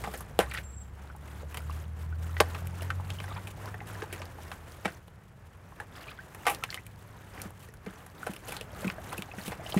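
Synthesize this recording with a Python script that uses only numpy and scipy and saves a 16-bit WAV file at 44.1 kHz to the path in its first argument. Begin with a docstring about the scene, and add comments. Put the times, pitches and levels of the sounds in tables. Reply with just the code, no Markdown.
"""A boot on thin ice

A rubber boot treads on thin ice over a shallow puddle, outdoors. The sheet gives way in bursts of
tiny fractures and wet crumbs grind under the sole. Water and slush are pushed about in short surges
and gurgle between the pieces, where trapped air rings as bubbles. Towards the end the boot wades on
with dull thuds. A far engine speeds up and eases off over traffic, and a small bird calls once."""
import sys
import numpy as np
from scipy import signal
from scipy.fft import rfft, irfft
from scipy.io import wavfile

SR = 44100
rng = np.random.default_rng(int(sys.argv[2]) if len(sys.argv) > 2 else 0)


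def master(y):
    """Save y as 16-bit WAV."""
    cut = np.clip(np.atleast_2d(y).T, -1, 1)
    pcm = np.round(cut * 32767)  # scale
    wavfile.write(sys.argv[1], SR, pcm.astype(np.int16))


N = 431738


def from_db(db):
    """Amplitude grows tenfold for every 20 dB."""
    return 10 ** (np.asarray(db) / 20)


def unit_rms(x):
    """Normalisation to a mean power of 1."""
    return x / np.sqrt(np.mean(x ** 2) + 1e-20)


def curves(rows):
    """Linear interpolation of each column at every sample; the first column is time."""
    times, *columns = np.transpose(rows)
    return [np.interp(np.arange(N) / SR, times, column) for column in columns]


def add(track, start_s, sound):
    """Superposition: a short sound adds to a track."""
    start = int(round(start_s * SR))
    sound, start = sound[max(0, -start):], max(0, start)
    track[start:start + len(sound)] += sound[:max(0, N - start)]


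def butter(x, hz, kind, order=2):
    """A causal Butterworth filter, maximally flat in its passband."""
    sections = signal.butter(order, np.clip(hz, 10, SR * 4 / 9), kind, fs=SR, output="sos")
    return signal.sosfilt(sections, x + 1e-18)


def resonate(x, hz, width_hz):
    """A damped resonator with a peak gain of 1."""
    r = np.exp(-np.pi * width_hz / SR)
    feedback = [1, -2 * r * np.cos(2 * np.pi * hz / SR), r * r]
    return signal.lfilter(np.array([1, 0, -1]) * (1 - r * r) / 2, feedback, x + 1e-18)


def drift(rate_hz):
    """Low-passed noise: a smooth random fluctuation of rms 1."""
    r = np.exp(-80 * np.pi * rate_hz / SR)
    slow = signal.lfilter([1], [1, -2 * r, r * r], rng.standard_normal(N // 40 + 2002))[2000:]
    return np.interp(np.arange(N) / 40, np.arange(len(slow)), unit_rms(slow))


def coloured(x, spectrum, size=4096):
    """Minimum-phase filtering imposes a spectral envelope; the result has rms 1."""
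    hz, db = np.transpose(spectrum)
    grid_hz = np.maximum(np.fft.rfftfreq(size, 1 / SR), 1)
    gain = from_db(np.interp(np.log(grid_hz), np.log(hz), db))
    cepstrum = irfft(np.log(gain))
    cepstrum[1:size // 2] *= 2
    cepstrum[size // 2 + 1:] = 0
    response = irfft(np.exp(rfft(cepstrum)))
    return unit_rms(signal.oaconvolve(x, response)[:N])


def impulses(per_s, spread_db, size=N):
    """A Poisson process of clicks, many small and a few large."""
    heights = from_db(spread_db * np.minimum(rng.exponential(1, size), 4))
    return heights * rng.choice([-1, 1], size) * (rng.random(size) < per_s / SR)


def pings(per_s, low_hz, high_hz, cycles, spread_db, rise):
    """Damped oscillators start at random, each gliding up as it dies; their sum has rms 1."""
    when, pitch, size, length = rng.random((int(per_s * N / SR), 4)).T[:, :, None]
    hz = low_hz * (high_hz / low_hz) ** pitch
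    t = np.arange(int(min(3 * cycles / low_hz, .025) * SR) + 8) / SR
    age = t * hz / (cycles * (.5 + length))  # in decay times
    height = from_db(spread_db * np.minimum(-np.log(1 - size), 4))
    phase = 2 * np.pi * hz * t * (1 + rise * np.minimum(age, 4))
    waves = height * np.sin(phase) * np.exp(-age) * (1 - np.exp(-t * hz))
    samples = (when * N).astype(int) + np.arange(len(t))
    return unit_rms(np.bincount(samples.ravel(), waves.ravel(), N)[:N])


def reflections(x, t60_s, cutoff_hz):
    """Diffuse reflection from ground and surroundings: a decaying noise tail of unit energy."""
    t = np.arange(SR // 2) / SR
    tail = butter(rng.standard_normal(len(t)), cutoff_hz, "low", order=1)
    tail *= from_db(-60 * t / t60_s) * (1 - np.exp(-t / 0.00033))
    return signal.oaconvolve(x, tail / np.linalg.norm(tail))[:N]


# The engine's run. Each row: time in seconds, firing rate in Hz, relative level in dB.
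ENGINE_RUN = [(0, 62, -47.5), (1.3, 72.5, -44.5), (1.55, 75, -38), (2.4, 83.2, -34.5), (3.1, 92.4, -38),
              (3.5, 98, -45.5), (3.9, 104.5, -44.5), (4.3, 85, -50), (5.2, 70, -64), (5.8, 101, -64),
              (6.8, 106, -59.5), (7.6, 95, -51), (7.8, 93, -83)]
# Its partials. Each row: multiple of the firing rate, relative level in dB.
ENGINE_ORDERS = [(1, -2.5), (1.5, -16.5), (2, -21)]

def engine(gain_db=2.0, waver_db=2.0):
    """Periodic firing radiates a series of orders, of which only the lowest carry far."""
    firing_hz, db = curves(ENGINE_RUN)
    phase = 2 * np.pi * np.cumsum(firing_hz) / SR
    tone = sum(from_db(order_db + waver_db * drift(4.4)) * np.sin(order * phase)
               for order, order_db in ENGINE_ORDERS)
    return np.sqrt(2) * from_db(db + gain_db) * tone


# The traffic's swell. Each row: time in seconds, rms level in dB.
TRAFFIC_LEVELS = [(0, -45), (1.1, -50), (3.2, -45.5), (5.4, -54), (6.5, -50.5), (8.2, -53), (8.8, -46),
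                  (9.3, -49.5), (9.79, -45)]
# Its spectrum. Each row: frequency in Hz, relative spectral density in dB.
TRAFFIC_SPECTRUM = [(20, -31), (40, -4), (65, -1), (90, 1.5), (130, -2), (190, -5.5), (280, -24),
                    (500, -21), (1000, -64)]

def traffic():
    """Far traffic sums incoherently to a low rumble of noise."""
    return from_db(curves(TRAFFIC_LEVELS)[0]) * coloured(rng.standard_normal(N), TRAFFIC_SPECTRUM)


# Pushes on the slush. Each row: end of the rise in seconds, hold in seconds, slosh and crunch in dB.
SLUSH_SURGES = [(0.0, .19, -52, -55.5), (0.498, 0.095, -50.5, -57.5), (0.996, 0.091, -53.5, -68),
                (1.262, 0.15, -52, -62), (1.522, 0.1, -51, -58.5), (1.712, .11, -52, -59),
                (1.997, 0.045, -54, -62.5), (2.241, 0.081, -51.5, -60), (2.403, 0.19, -47.5, -57),
                (2.772, 0.1, -50, -58.5), (3.077, 0.42, -53.5, -59), (3.622, 0.063, -45.5, -57.5),
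                (3.9, 0.13, -46.5, -57.5), (4.152, 0.13, -50, -60), (4.428, 0.13, -52, -60),
                (4.67, 0.28, -54, -62.5), (5.816, 0.017, -56, -72), (5.957, 0.14, -51, -62.5),
                (6.358, 0.3, -56.5, -62), (6.498, 0.025, -44, -55), (6.721, 0.029, -51.5, -56),
                (6.992, 0.42, -61, -66.5), (7.377, 0.066, -45.5, -56), (7.608, 0.053, -58.5, -60),
                (7.885, .14, -52, -63), (8.203, .14, -50.5, -57), (8.487, 0.068, -46.5, -51.5),
                (8.776, 0.12, -45.5, -53.5), (9.084, 0.097, -47.5, -57), (9.404, 0.099, -55, -50),
                (9.688, 0.13, -47, -51.5)]
# The puddle's motion between surges. Each row: time in seconds, level in dB.
PUDDLE_LAPPING = [(0, -50.5), (0.65, -55.5), (0.85, -57.5), (2.1, -56), (2.6, -50.5), (4.3, -52.5),
                  (5.3, -60.5), (5.6, -56.5), (6.3, -53), (6.85, -56.5), (7.15, -55), (7.75, -58.5),
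                  (8.7, -51), (9.79, -48.5)]

def stirring(attack_s=0.072, release_s=0.045, crumbs_db=-13):
    """Incoherent powers add: surges on top of lapping give the slosh and crunch levels in dB."""
    lapping = from_db(curves(PUDDLE_LAPPING)[0])
    water_power = lapping ** 2
    crumb_power = (from_db(crumbs_db) * lapping) ** 2  # floating crumbs rub with the lapping
    age = np.arange(SR) / SR - attack_s
    for full_s, hold_s, slosh_db, crunch_db in SLUSH_SURGES:
        surge = np.clip(1 + age / attack_s, 0, 1) * np.exp(-np.maximum(age - hold_s, 0) / release_s)
        add(water_power, full_s - attack_s, (from_db(slosh_db) * surge) ** 2)
        add(crumb_power, full_s - attack_s, (from_db(crunch_db) * surge) ** 2)
    return 10 * np.log10(water_power), 10 * np.log10(crumb_power)


# The water's wash. Each row: frequency in Hz, relative spectral density in dB.
WASH_SPECTRUM = [(120, -12), (250, 5.5), (500, 4), (1000, 2.5), (1700, 0.5), (2600, -9), (4000, -19.5),
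                 (6500, -20), (15000, -30.5)]

def slosh(level_db, plop_db=-7.0, wash_db=-1.5):
    """Air entrainment: over a soft wash, small bubbles gain in share as the water moves more."""
    plops = pings(per_s=480, low_hz=520, high_hz=3750, cycles=2.3, spread_db=7.5, rise=0.01)
    plops = unit_rms(butter(plops, 3000, "low", order=1))
    activity = np.clip((level_db + 59) / 11, 0, 1)
    wash = coloured(rng.standard_normal(N), WASH_SPECTRUM) * from_db(drift(33))
    return from_db(level_db) * (from_db(plop_db) * activity * plops + from_db(wash_db) * wash)


# The hiss of grinding ice. Each row: frequency in Hz, relative spectral density in dB.
HISS_SPECTRUM = [(1500, -1), (3000, 6), (5000, -4.5), (7000, -0.5), (9500, -1), (12500, -1.5),
                 (15500, -5.5)]

def crunch(level_db, tick_db=-5.0, hiss_db=-1.0):
    """Granular friction: wet crumbs grind under the sole, giving pitched ticks over a fine hiss."""
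    ticks = pings(per_s=450, low_hz=3520, high_hz=15000, cycles=3.1, spread_db=4.0, rise=.005)
    ticks = unit_rms(butter(ticks, 6800, "high", order=1))
    hiss = coloured(rng.standard_normal(N), HISS_SPECTRUM) * from_db(3.75 * drift(42))
    activity = np.clip((level_db + 81.0) / 18, 0, 1)
    return from_db(level_db) * (from_db(tick_db) * activity * ticks + from_db(hiss_db) * hiss)


# A chip's tick. Each row: frequency in Hz, relative spectral density in dB.
CHIP_SPECTRUM = [(700, -7), (1600, 6), (2900, 2), (4500, 12.5), (7500, 5.5), (12000, 7), (15500, -5)]

def chips(crunch_db, relative_db=-13.5, decay_s=0.00078):
    """Shot noise: crumbs chip off at random, as lone brittle ticks that stand out of the crunch."""
    t = np.arange(SR // 100) / SR
    burst = rng.standard_normal(len(t)) * np.exp(-t / decay_s)
    ticks = signal.oaconvolve(impulses(per_s=29, spread_db=7.0), burst)[:N]
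    return from_db(crunch_db + relative_db) * coloured(ticks, CHIP_SPECTRUM)


# Ice cracks, and a brief soft rush of noise leading into two of the loud ones (at 4.849 and 6.454 s).
# Each row: start in seconds, knock level in dB, knock pitch in Hz, snap level in dB, snap pitch in Hz,
# splinter level in dB, decay in seconds.
CRACKS_AND_RUSHES = [(0.039, -33, 930, -34.5, 1900, -51, 0.013), (0.074, -37.5, 574, -45, 1260, -63, 0.01),
                     (0.138, -41.5, 570, -41, 1720, -48, .011), (0.175, -65, 630, -64, 1730, -47.5, .011),
                     (0.206, -42.5, 980, -54, 1390, -47, 0.0078),
                     (0.3905, -20.5, 590, -28.5, 2430, -34.5, 0.0022),
                     (0.399, -27, 600, -28.5, 1710, -38, 0.018), (0.513, -60, 900, -41, 2210, -55, .006),
                     (0.538, -66, 760, -39, 1780, -44, 0.011), (0.575, -64, 930, -36.5, 2230, -58, 0.0091),
                     (1.164, -65, 630, -73, 1670, -59, 0.0016), (1.544, -44, 770, -44, 2360, -47.5, 0.0051),
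                     (1.572, -43, 710, -40.5, 2300, -45, 0.0034),
                     (2.4024, -27.5, 744, -20.5, 1380, -48, 0.0023),
                     (2.405, -18, 642, -22, 1500, -30, 0.0033), (2.547, -40.5, 750, -39.5, 1490, -58, 0.01),
                     (2.672, -66, 460, -51, 2130, -48.5, 0.00098),
                     (2.8206, -59, 826, -44.5, 1820, -47.5, 0.0077),
                     (2.9033, -48, 1080, -30.5, 1380, -52.5, 0.0029),
                     (3.103, -51, 640, -41, 3250, -51.5, 0.0023),
                     (3.202, -43.5, 676, -43, 2360, -58, 0.0023),
                     (3.241, -43, 1000, -40.5, 1600, -57, 0.0028),
                     (3.472, -52, 765, -44.5, 2380, -52, .007), (3.742, -42.5, 730, -60, 1690, -64, 0.0064),
                     (4.0208, -40, 440, -37, 1430, -59, .0055),
                     (4.1269, -42.5, 420, -39.5, 2100, -43.5, 0.013),
                     (4.2183, -43, 874, -41, 1570, -57, 0.0031),
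                     (4.516, -43, 720, -38.5, 1410, -55, 0.0078), (4.77, -66, 700, -69, 3680, -65, .002),
                     (4.849, -37, 556, -35.5, 2130, -51, 0.012),
                     (4.8547, -28.5, 740, -30, 1700, -47, 0.0055), (4.878, -42, 597, -40, 1730, -55, .012),
                     (5.081, -55.5, 705, -62, 3350, -68, 0.0015),
                     (5.8004, -39.5, 840, -45, 1610, -55, 0.0062),
                     (6.347, -48, 785, -49, 1810, -51.5, 0.0042),
                     (6.454, -39, 750, -37.5, 1300, -55, 0.015),
                     (6.467, -21.5, 755, -25.5, 2040, -36.5, 0.0084),
                     (6.479, -26.5, 800, -30.5, 2450, -38, .011),
                     (6.497, -31.5, 765, -36, 2500, -35, 0.021),
                     (6.5477, -55, 590, -43.5, 4120, -45.5, 0.0011),
                     (6.6378, -35, 826, -31.5, 2270, -41, .0017),
                     (6.744, -49, 720, -38.5, 3100, -44.5, 0.0017),
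                     (6.866, -75, 850, -52.5, 2350, -51.5, 0.0017),
                     (7.417, -62, 800, -44.5, 5700, -41, 0.0027), (7.506, -54, 710, -70, 2500, -58, 0.0014),
                     (7.687, -57, 450, -55.5, 1780, -62, 0.0029), (7.739, -63, 460, -57, 1470, -59, 0.0027),
                     (7.863, -45, 463, -47, 1850, -61, .008), (8.063, -56, 660, -53.5, 1660, -54.5, 0.0028),
                     (8.266, -34, 620, -36.5, 1570, -47, 0.0086),
                     (8.336, -64, 510, -49.5, 2540, -51, 0.0033), (8.364, -68, 680, -47.5, 2640, -53, .002),
                     (8.483, -44.5, 636, -45.5, 2630, -45, 0.0097),
                     (8.522, -43, 760, -42, 2260, -45, .0032), (8.567, -47, 780, -41, 4140, -49, 0.0018),
                     (8.611, -45, 444, -41.5, 2780, -49, 0.0021),
                     (8.845, -44, 516, -42.5, 2080, -60, 0.0031),
                     (8.9006, -57, 735, -35.5, 1470, -61, 0.0015),
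                     (9.1285, -34, 900, -42, 1320, -46.5, 0.0041),
                     (9.179, -45, 537, -50, 2580, -43.5, 0.0027),
                     (9.2221, -56, 490, -39.5, 2420, -48.5, 0.0014),
                     (9.3845, -53, 547, -43.5, 1770, -58, 0.018),
                     (9.45, -54, 730, -51, 2030, -56.5, 0.0035), (9.48, -44.5, 680, -45, 2520, -44, 0.0055),
                     (9.5183, -37.5, 660, -40.5, 1850, -54, .009),
                     (9.7427, -35.5, 520, -41.5, 1200, -46, 0.0052),
                     (9.773, -35, 378, -37, 1990, -54, .012)]

def cracks(settle_db=-31, settle_s=0.034, sheet_hz=510, sheet_width_hz=260, top_splinter_hz=10730):
    """Brittle fracture: in a crack, a dying shower of clicks makes the sheet knock, its edges snap
    and splinter. The two soft rushes are noise shaped in the same way."""
    out, t = np.zeros(N), np.arange(SR // 8) / SR
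    ten_ms_gain = np.sqrt(.01 * SR / len(t))  # a level is the rms of the energy packed into 10 ms
    settling = from_db(settle_db) * np.exp(-t / settle_s)  # after a crack the pieces go on rubbing
    for start_s, knock_db, knock_hz, snap_db, snap_hz, splinter_db, decay_s in CRACKS_AND_RUSHES:
        envelope = np.exp(-t / max(decay_s, 1e-3)) + settling
        shower = unit_rms(impulses(per_s=5000, spread_db=3.0, size=len(t)) * envelope)
        clean = np.exp(-decay_s / 0.001)  # the shorter the crack, the more it is one broad pop
        shower[0] += 0.94 * (0.33 + 4 * clean) * np.sqrt(len(t))  # the opening click
        knock = resonate(shower, knock_hz, 0.32 * (1 + 3 * clean) * knock_hz)
        knock = butter(knock, [0.51 * knock_hz, 2.3 * knock_hz], "band", order=3)
        snap = resonate(shower, snap_hz, 0.23 * (1 + 2 * clean) * snap_hz)
        snap = butter(snap, [900, 5200], "band")
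        # weaker splinters ring lower, by an octave per 53 dB below the snap
        splinter_hz = top_splinter_hz * 2 ** (min(splinter_db - snap_db, 0) / 53)
        splinters = butter(resonate(shower, splinter_hz, 0.41 * splinter_hz), 1900, "high")
        hollow = resonate(resonate(shower, sheet_hz, sheet_width_hz), sheet_hz, sheet_width_hz)
        parts = (knock, knock_db - 0.4), (hollow, knock_db - 8), (snap, snap_db), (splinters, splinter_db)
        add(out, start_s, ten_ms_gain * sum(from_db(db) * unit_rms(part) for part, db in parts))
    return out


# The boot's weight lands. Each row: start in seconds, relative peak in dB, the blow's cutoff in Hz.
FOOTFALLS = [(0.074, -42, 400), (0.39, -29.5, 800), (2.405, -35, 600), (4.857, -29.5, 600),
             (7.455, -38, 400), (7.872, -35, 400), (8.295, -34, 400), (8.848, -27.5, 328),
             (8.869, -30, 328), (9.189, -36, 300), (9.382, -37.5, 300), (9.479, -34.5, 300),
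             (9.765, -18, 290)]
# The boot's resonances. Each row: frequency in Hz, bandwidth in Hz, gain in dB.
BOOT_MODES = [(145, 35, -21.5), (190.3, 27.5, 10), (263, 19, -11), (314, 12, 0.5), (440, 79, -10.5)]

def thuds(contact_s=0.00088, gain_db=4.5):
    """Modal response: a brief push on the soft sole makes the boot boom at its low resonances."""
    out, t = np.zeros(N), np.arange(SR // 5) / SR
    for start_s, db, cutoff_hz in FOOTFALLS:
        push = (t == 0) + 0.12 * rng.standard_normal(len(t)) * np.exp(-t / contact_s)
        boom = sum((-1) ** k * from_db(mode_db) * resonate(push, hz, width_hz)
                   for k, (hz, width_hz, mode_db) in enumerate(BOOT_MODES))
        boom = butter(boom, cutoff_hz, "low")
        add(out, start_s, from_db(db + gain_db) * boom / np.abs(boom).max())
    return out


def stray_pockets(low_hz=900, high_hz=2770, over_slosh_db=7.5, decay_cycles=5.0):
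    """Each surge frees one lesser bubble; at constant Q, its decay time is inverse to its pitch."""
    when, pitch = rng.random((len(SLUSH_SURGES), 2)).T
    full_s, hold_s, slosh_db, _ = np.transpose(SLUSH_SURGES)
    hz = low_hz * (high_hz / low_hz) ** pitch
    return list(zip(full_s + when * hold_s, slosh_db + over_slosh_db, hz, decay_cycles / hz))


# Large bubbles. Each row: start in seconds, level in dB, starting pitch in Hz, decay in seconds.
AIR_POCKETS = [(0.471, -44, 1100, .009), (0.52, -29, 1890, 0.002), (0.548, -29, 1890, .0044),
               (0.575, -29, 2003, 0.0024), (0.586, -32, 1680, .0037), (1.1, -39.5, 1410, 0.005),
               (1.15, -41, 855, 0.0059), (1.432, -36.5, 548, 0.0081), (1.697, -33, 1080, 0.0037),
               (2.126, -39.5, 1430, 0.0064), (2.368, -24.5, 1930, 0.0037), (2.809, -38, 2840, .0027),
               (2.999, -34.5, 890, 0.0076), (3.187, -37, 3000, .003), (3.281, -39, 910, .004),
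               (3.313, -37.5, 1150, 0.0075), (3.364, -35.5, 955, 0.0068), (3.657, -38.5, 955, 0.0083),
               (3.743, -31.5, 1750, 0.0035), (3.805, -32, 1970, 0.003), (3.814, -36.5, 790, 0.0044),
               (4.387, -39.5, 839, 0.0044), (5.723, -41.5, 1000, .0032), (5.801, -28, 1660, .0043),
               (6.083, -37, 2350, 0.0068), (6.189, -36.5, 1504, 0.01), (6.626, -38, 1297, 0.016),
               (6.691, -39, 1610, .008), (6.704, -26, 4380, .0011), (6.727, -27.5, 2000, .0012),
               (6.775, -30.5, 1940, 0.0058), (8.231, -31, 1410, .004), (8.879, -27, 2430, 0.0018),
               (8.983, -35, 630, 0.012), (9.181, -30, 2580, 0.0028), (9.287, -41, 800, .0056),
               (9.315, -36, 2480, .003), (9.338, -36, 720, .0036), (9.596, -35.5, 628, 0.013),
               (9.664, -32.5, 2930, .0028), (9.723, -27.5, 3130, .0027)]

def bubbles(attack_s=0.0001, splash_db=-9):
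    """Bubble resonance: air pinches off with a splash and rings, rising in pitch near the surface."""
    out, t = np.zeros(N), np.arange(SR // 16) / SR
    for start_s, db, hz, decay_s in AIR_POCKETS + stray_pockets():
        climb = rng.uniform(.22, .45) * np.tanh((t * np.sqrt(hz / 2000) / .017) ** 1.6)
        phase = 2 * np.pi * np.cumsum(hz * (1 + climb)) / SR
        decay = np.exp(-t / decay_s) + from_db(-17) * np.exp(-t / 0.0026)
        ring = np.sin(phase) * (1 - np.exp(-t / attack_s)) * decay
        splash = unit_rms(resonate(rng.standard_normal(len(t)), hz, 0.23 * hz)) * np.exp(-t / 0.0025)
        add(out, start_s, from_db(db) * (ring + from_db(splash_db) * butter(splash, 2 * hz, "low")))
    return out


# Air and water forced from under the sole. Each row: start in seconds, length in seconds, level in dB.
SQUEEZES = [(0.498, 0.02, -48), (0.542, 0.039, -39), (3.259, 0.15, -50.5), (4.086, 0.12, -55.5),
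            (5.944, 0.047, -47.5), (5.997, 0.074, -52.5), (6.063, 0.075, -47.5), (6.138, 0.11, -59),
            (7.365, 0.024, -54), (8.485, 0.15, -52.5), (8.833, .06, -61), (9.112, 0.042, -46.5)]

def gurgles():
    """Two-phase flow: each squeeze lets out a dense string of small chirping bubbles."""
    flow = np.zeros(N)
    for start_s, length_s, db in SQUEEZES:
        add(flow, start_s, from_db(db) * signal.windows.tukey(int(length_s * SR), .4))
    chirps = pings(per_s=1900, low_hz=1143, high_hz=4930, cycles=5.2, spread_db=6.0, rise=0.052)
    return flow * unit_rms(butter(chirps, 3500, "low", order=1))


# The bird's call. Each row: start in seconds, length in seconds, peak level in dB.
BIRD_NOTES = [(0.626, 0.063, -54), (.686, 0.031, -55), (0.719, 0.038, -54), (0.76, 0.033, -50),
              (0.797, 0.034, -50.5)]

def bird(start_hz=8370, end_hz=7380, fall_s=0.0091):
    """Frequency modulation: five thin whistles each slide exponentially down to a held pitch."""
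    out = np.zeros(N)
    for start_s, length_s, db in BIRD_NOTES:
        t = np.arange(int(length_s * SR)) / SR
        hz = end_hz + (start_hz - end_hz) * np.exp(-t / fall_s)
        whistle = np.sin(2 * np.pi * np.cumsum(hz) / SR)
        add(out, start_s, from_db(db) * signal.windows.tukey(len(t), .5) * whistle)
    return out


def scene():
    """Superposition in one channel: ice and water close by, engine, traffic and bird far off."""
    slosh_db, crunch_db = stirring()
    pops, song = cracks() + bubbles(), bird()
    near = pops + from_db(-9.5) * reflections(pops, t60_s=0.059, cutoff_hz=7260)
    near += thuds() + slosh(slosh_db) + gurgles() + crunch(crunch_db) + chips(crunch_db)
    far = engine() + traffic() + song + from_db(-6.5) * reflections(song, t60_s=0.23, cutoff_hz=9000)
    return (near + far)[None, :]


def record(dry):
    """Band limiting: an elliptic low-pass cuts the treble steeply above 15.7 kHz."""
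    return signal.sosfilt(signal.ellip(10, .1, 80, 15700, fs=SR, output="sos"), dry)


dry = scene()
out = record(dry)
master(out)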